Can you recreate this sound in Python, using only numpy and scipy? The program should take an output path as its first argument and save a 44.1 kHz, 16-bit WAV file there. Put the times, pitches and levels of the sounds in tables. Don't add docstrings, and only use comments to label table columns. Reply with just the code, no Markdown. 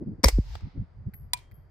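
import sys
import numpy as np
from scipy import signal
from scipy.fft import rfft, irfft
from scipy.io import wavfile
from scipy.ndimage import uniform_filter1d

SR = 44100
rng = np.random.default_rng(int(sys.argv[2]) if len(sys.argv) > 2 else 0)


def materialize(psi):
    bounded = np.clip(np.atleast_2d(psi).T, -1, 1)
    quanta = np.round(bounded * 32767).astype(np.int16)
    wavfile.write(sys.argv[1], SR, quanta)


N = 74970


# peak t/s, half length/s, level/dB, upper edge f/Hz
GUSTS = [(.024, .012, -33, 310), (.082, .014, -30, 230), (.122, .022, -37, 250), (.194, .007, -39, 290),
         (.46, .03, -41, 75), (.535, .035, -35, 72), (.626, .006, -47, 250), (.644, .012, -31, 110),
         (.674, .012, -40, 175), (.772, .014, -35, 235), (.8, .022, -29, 145), (1.0, .035, -44, 120),
         (1.077, .01, -27.5, 165), (1.145, .012, -46, 150), (1.235, .04, -43, 115), (1.35, .04, -49, 100),
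         (1.53, .012, -45, 100), (1.59, .025, -47, 100)]
# f/Hz, level/dB
AIR_SPECTRUM = [(15, -35), (25, -5), (54, 0), (88, -1), (121, -6), (219, -23), (558, -28), (1420, -39),
                (2020, -41), (2780, -54), (3930, -57), (4620, -52), (15000, -76)]
# f/Hz, level/dB
TREES_SPECTRUM = [(300, 0), (600, -1), (1200, -7), (2000, -12), (2800, -26), (8000, -46), (15000, -50)]

# delay after the shot/s, level/dB, rise/s, hold/s, T60 in the bass/s
NEAR_ECHO = (.012, -45.5, .02, .02, .46)
SLOPE_ECHO = (.14, -54.5, .15, .025, .52)
FAR_ECHO = (.32, -64, .06, .06, 1.6)
# delay after the click/s, level/dB, rise/s, hold/s, T60 in the bass/s
CLICK_ECHO = (.004, -55, .004, .035, .31)
# f/Hz, level/dB
NEAR_SPECTRUM = [(290, -44), (500, -14), (704, -13), (949, -8), (1390, -13), (2290, -6), (3370, -15),
                 (5010, -1), (5780, -9), (8610, -16), (9930, -25), (10800, -20), (15000, -24)]
SLOPE_SPECTRUM = [(290, -60), (500, -30), (585, -10), (896, 0), (1050, -13), (1990, -8), (2390, -11),
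                  (5160, -9), (8990, -29), (9380, -49), (10800, -25), (15000, -31)]
FAR_SPECTRUM = [(410, -42), (700, -12), (882, 0), (1080, -15), (1230, -5), (1780, -17), (2000, -6),
                (2590, -14), (5110, -15), (7130, -38), (15000, -60)]
CLICK_ECHO_SPECTRUM = [(350, -43), (600, -13), (863, -14), (961, 0), (1280, -20), (2340, -8), (2570, -17),
                       (2820, -13), (7860, -22), (15000, -34)]

# t/s, level/dB, T60/s
KNOCKS = [(.3843, -53, .02), (.5528, -36, .022), (.6075, -54, .02)]
# f/Hz, level/dB
KNOCK_SPECTRUM = [(210, -30), (350, 0), (1770, -6), (2580, -16), (4610, -11), (6220, -30), (7630, -23),
                  (12400, -45), (15000, -30)]
# t/s, level/dB, T60/s
BOUNCES = [(1.1365, -50.5, .022), (1.1405, -53, .02), (1.513, -58, .016), (1.5184, -59, .018)]
# f/Hz, level/dB
BOUNCE_SPECTRUM = [(400, 0), (1200, -5), (2100, 4), (3100, -19), (4500, -10), (6000, -24), (10000, -22),
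                   (12000, -11), (14000, -6), (15500, -14)]
# t/s, level/dB
CASE_TOUCHES = [(1.1398, -47), (1.5404, -60.5)]
# f/Hz, level/dB, T60/s
CASE_MODES = [(11650, -4, .25), (11740, 0, .23)]

# t/s, crack level/dB, crack T60/s, ring level/dB
CLICKS = [(1.3333, -22, .01, -42), (1.3343, -22, .008, -26), (1.3402, -37, .016, -41),
          (1.3725, -51, .03, -57), (1.389, -64, .03, -57)]
# f/Hz, level/dB
CLICK_SPECTRUM = [(700, -18), (1400, -15), (2100, -2), (2900, -11), (3600, 1), (4500, 1), (6100, -12),
                  (7800, -4), (10700, -8), (12300, -22), (13600, -8), (15500, -21)]
# f/Hz, level/dB, T60/s
CLICK_MODES = [(738, -13, .05), (982, 2, .065), (1926, -6, .035), (2396, -9, .1), (3200, -40, .7),
               (3500, 5, .014), (4400, 7, .012), (7790, -5, .035), (8130, -4, .035), (10416, -13, .045),
               (14400, -12, .025)]

# t/s, level/dB, start f/Hz, end f/Hz, glide/s, rise/s, hold/s, T60/s
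PUFFS = [(.235, -18, 330, 120, .012, .004, .005, .035), (.2495, -9, 70, 50, .02, .012, .008, .09),
         (.2568, -24, 560, 170, .005, .001, .002, .025), (.3235, -16, 52, 46.5, .015, .02, .036, .06),
         (.3845, -15.5, 470, 48, .005, .003, .014, .06)]

# t/s, crack level/dB, crack T60/s, ring level/dB
ACTION = [(.2328, -36, .03, -33), (.2372, -27, .02, -19), (.2445, -26, .01, -10.2), (.2562, -27, .022, -36),
          (.2838, -16.5, .018, -30), (.2885, -34, .035, -35)]
# f/Hz, level/dB
STEEL_SPECTRUM = [(180, -30), (300, 0), (1020, -8), (1670, -18), (2040, 1), (2690, -15), (5570, -8),
                  (6790, -14), (8420, -11), (10800, -19), (12100, -28), (14000, -13), (15500, -27)]
# f/Hz, level/dB, T60/s
RECEIVER_MODES = [(443, -11, .05), (535, -9, .05), (985, -11, .035), (1704, -17, .035), (2160, -12, .06),
                  (4506, -14, .03), (4930, -8, .035), (5130, -13, .03), (5370, -2.5, .03), (6200, -7, .025),
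                  (10440, -20, .03), (13800, -18, .025)]
# f/Hz, level/dB
SHOT_SPECTRUM = [(88, -31), (150, -1), (1110, -4), (1660, -9), (2140, -3), (2760, -20), (5330, -1),
                 (7270, -20), (8490, -12), (11800, -18), (12800, -25), (14100, -13), (15500, -23)]

AIR_DB, TREES_DB = -55, -69
INSECTS_HZ, INSECTS_WIDTH_HZ, INSECTS_DB = 4750, 260, -89.5
WIND_LOW_HZ = 48
AIR_LIKENESS, WIND_LIKENESS, NEAR_LIKENESS, FAR_LIKENESS = .7, .8, .15, .2
NEAR_LOSS_HZ, SLOPE_LOSS_HZ, FAR_LOSS_HZ = 60000, 8000, 4500
CRACK_RISE_S, CRACK_HOLD_S = .0004, .0015
CASE_LAG_S, CLICK_LAG_S, RECEIVER_LAG_S = .00002, .00031, .00022
CLICK_PAN_DB, RECEIVER_PAN_DB = .2, 1.5
SHOT_S, SHOT_DB, SHOT_RISE_S, SHOT_HOLD_S, SHOT_T60_S = .2411, -10.2, .0005, .003, .014
GAS_DELAY_S, GAS_DB, GAS_RISE_S, GAS_HOLD_S, GAS_T60_S = .013, -33.5, .003, .036, .07
CLIP_LEVEL, CUTOFF_HZ = .92, 16000


def amp(db):
    return 10 ** (np.asarray(db) / 20)


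def clock():
    return np.arange(N) / SR


def bin_frequencies():
    return np.maximum(np.arange(N // 2 + 1) * SR / N, 1)


def decay(t, t60):
    return np.exp(-np.log(1000) * t / t60)


def envelope(start, rise, hold, t60):
    t = clock() - start
    return np.clip(t / rise, 0, 1) * decay(np.maximum(t - rise - hold, 0), t60)


def noise(gain_at, likeness):
    white = rng.standard_normal((2, N))
    common, opposed = irfft(rfft(white) * gain_at(bin_frequencies()), N)
    opposed_pair = opposed * np.array([[1], [-1]])
    stereo = np.sqrt(1 + likeness) * common + np.sqrt(1 - likeness) * opposed_pair
    return stereo / np.sqrt(np.mean(stereo ** 2))


def coloured(spectrum, likeness):
    points_hz, points_db = np.transpose(spectrum)

    def gain_at(hz):
        level_db = np.interp(np.log(hz), np.log(points_hz), points_db)
        return amp(level_db) * np.minimum(hz / points_hz[0], 1) ** 2

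    return noise(gain_at, likeness)


def evened(x, size):
    power = uniform_filter1d(np.mean(x ** 2, axis=0), size)
    return x / np.sqrt(power + 1e-9)


def ring(hits, modes, lag=0):
    out = np.zeros(N + SR)
    for s, db in hits:
        first = int((s + lag) * SR)
        for k, (hz, mode_db, t60) in enumerate(modes):
            t = np.arange(int(min(t60, .5) * 2 * SR)) / SR
            strength = amp(db + mode_db + rng.normal())
            polarity = (-1) ** k
            mode = np.sin(2 * np.pi * hz * t) * decay(t, t60)
            out[first:first + len(t)] += polarity * strength * mode
    return out[:N]


def cracks(rows, spectrum):
    level = sum(amp(db) * envelope(s, CRACK_RISE_S, CRACK_HOLD_S, t60) for s, db, t60 in rows)
    return level * evened(coloured(spectrum, NEAR_LIKENESS), size=90)


def metal(rows, spectrum, modes, pan_db, lag, lowest_hz):
    hits = [(s, ring_db) for s, _, _, ring_db in rows]
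    first_port = amp(pan_db) * ring(hits, modes)
    second_port = amp(-pan_db) * ring(hits, modes, lag)
    contacts = cracks([row[:3] for row in rows], spectrum)
    high_pass = signal.butter(4, lowest_hz, "high", fs=SR, output="sos")
    return signal.sosfilt(high_pass, contacts + np.array([first_port, second_port]))


def echo(source_s, shape, spectrum, loss_hz):
    delay, db, rise, hold, t60 = shape
    bins = rfft(coloured(spectrum, FAR_LIKENESS))
    centres = np.geomspace(500, 16000, 8)
    log_hz = np.log(bin_frequencies())
    out = 0
    for hz, pick in zip(centres, np.eye(len(centres))):
        band_gain = np.interp(log_hz, np.log(centres), pick)
        band = irfft(bins * band_gain, N)
        out = out + band * envelope(source_s + delay, rise, hold, t60 / (1 + hz / loss_hz))
    return amp(db) * out


def wind():
    out = amp(AIR_DB) * coloured(AIR_SPECTRUM, AIR_LIKENESS)
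    for s, half, db, top_hz in GUSTS:

        def rumble_gain(hz):
            return 1 / np.sqrt((1 + (WIND_LOW_HZ / hz) ** 6) * (1 + (hz / top_hz) ** 8))

        rumble = evened(noise(rumble_gain, WIND_LIKENESS), size=900)
        swell = np.exp(-.5 * ((clock() - s) / half) ** 2)
        out = out + amp(db) * swell * rumble
    return out


def trees():
    return amp(TREES_DB) * coloured(TREES_SPECTRUM, FAR_LIKENESS)


def insects():
    def gain_at(hz):
        return np.exp(-.5 * ((hz - INSECTS_HZ) / INSECTS_WIDTH_HZ) ** 2)

    return amp(INSECTS_DB) * noise(gain_at, FAR_LIKENESS)


def landscape():
    near = echo(SHOT_S, NEAR_ECHO, NEAR_SPECTRUM, NEAR_LOSS_HZ)
    slope = echo(SHOT_S, SLOPE_ECHO, SLOPE_SPECTRUM, SLOPE_LOSS_HZ)
    valley = echo(SHOT_S, FAR_ECHO, FAR_SPECTRUM, FAR_LOSS_HZ)
    first_click_s = CLICKS[0][0]
    click = echo(first_click_s, CLICK_ECHO, CLICK_ECHO_SPECTRUM, NEAR_LOSS_HZ)
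    return near + slope + valley + click


def knocks():
    return cracks(KNOCKS, KNOCK_SPECTRUM)


def spent_case():
    first_port = ring(CASE_TOUCHES, CASE_MODES)
    second_port = ring(CASE_TOUCHES, CASE_MODES, CASE_LAG_S)
    return cracks(BOUNCES, BOUNCE_SPECTRUM) + np.array([first_port, second_port])


def action_click():
    return metal(CLICKS, CLICK_SPECTRUM, CLICK_MODES, CLICK_PAN_DB, CLICK_LAG_S, lowest_hz=650)


def puffs():
    out = np.zeros(N)
    for s, db, start_hz, end_hz, glide, rise, hold, t60 in PUFFS:
        t = np.maximum(clock() - s, 0)
        cycles = end_hz * t + (start_hz - end_hz) * glide * (1 - np.exp(-t / glide))
        out -= amp(db) * envelope(s, rise, hold, t60) * np.sin(2 * np.pi * cycles)
    return out


def action_clatter():
    return metal(ACTION, STEEL_SPECTRUM, RECEIVER_MODES, RECEIVER_PAN_DB, RECEIVER_LAG_S, lowest_hz=200)


def report():
    blast_noise = evened(coloured(SHOT_SPECTRUM, NEAR_LIKENESS), size=90)
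    blast = amp(SHOT_DB) * envelope(SHOT_S, SHOT_RISE_S, SHOT_HOLD_S, SHOT_T60_S) * blast_noise
    gas_level = amp(GAS_DB) * envelope(SHOT_S + GAS_DELAY_S, GAS_RISE_S, GAS_HOLD_S, GAS_T60_S)
    return blast + gas_level * coloured(STEEL_SPECTRUM, NEAR_LIKENESS)


def scene():
    outdoors = wind() + trees() + insects()
    small_impacts = knocks() + spent_case() + action_click()
    gun = puffs() + action_clatter() + report()
    return outdoors + landscape() + small_impacts + gun


def record(dry):
    low_pass = signal.cheby2(14, 70, CUTOFF_HZ + 600, fs=SR, output="sos")
    return signal.sosfilt(low_pass, np.clip(dry, -CLIP_LEVEL, CLIP_LEVEL))


dry = scene()
out = record(dry)
materialize(out)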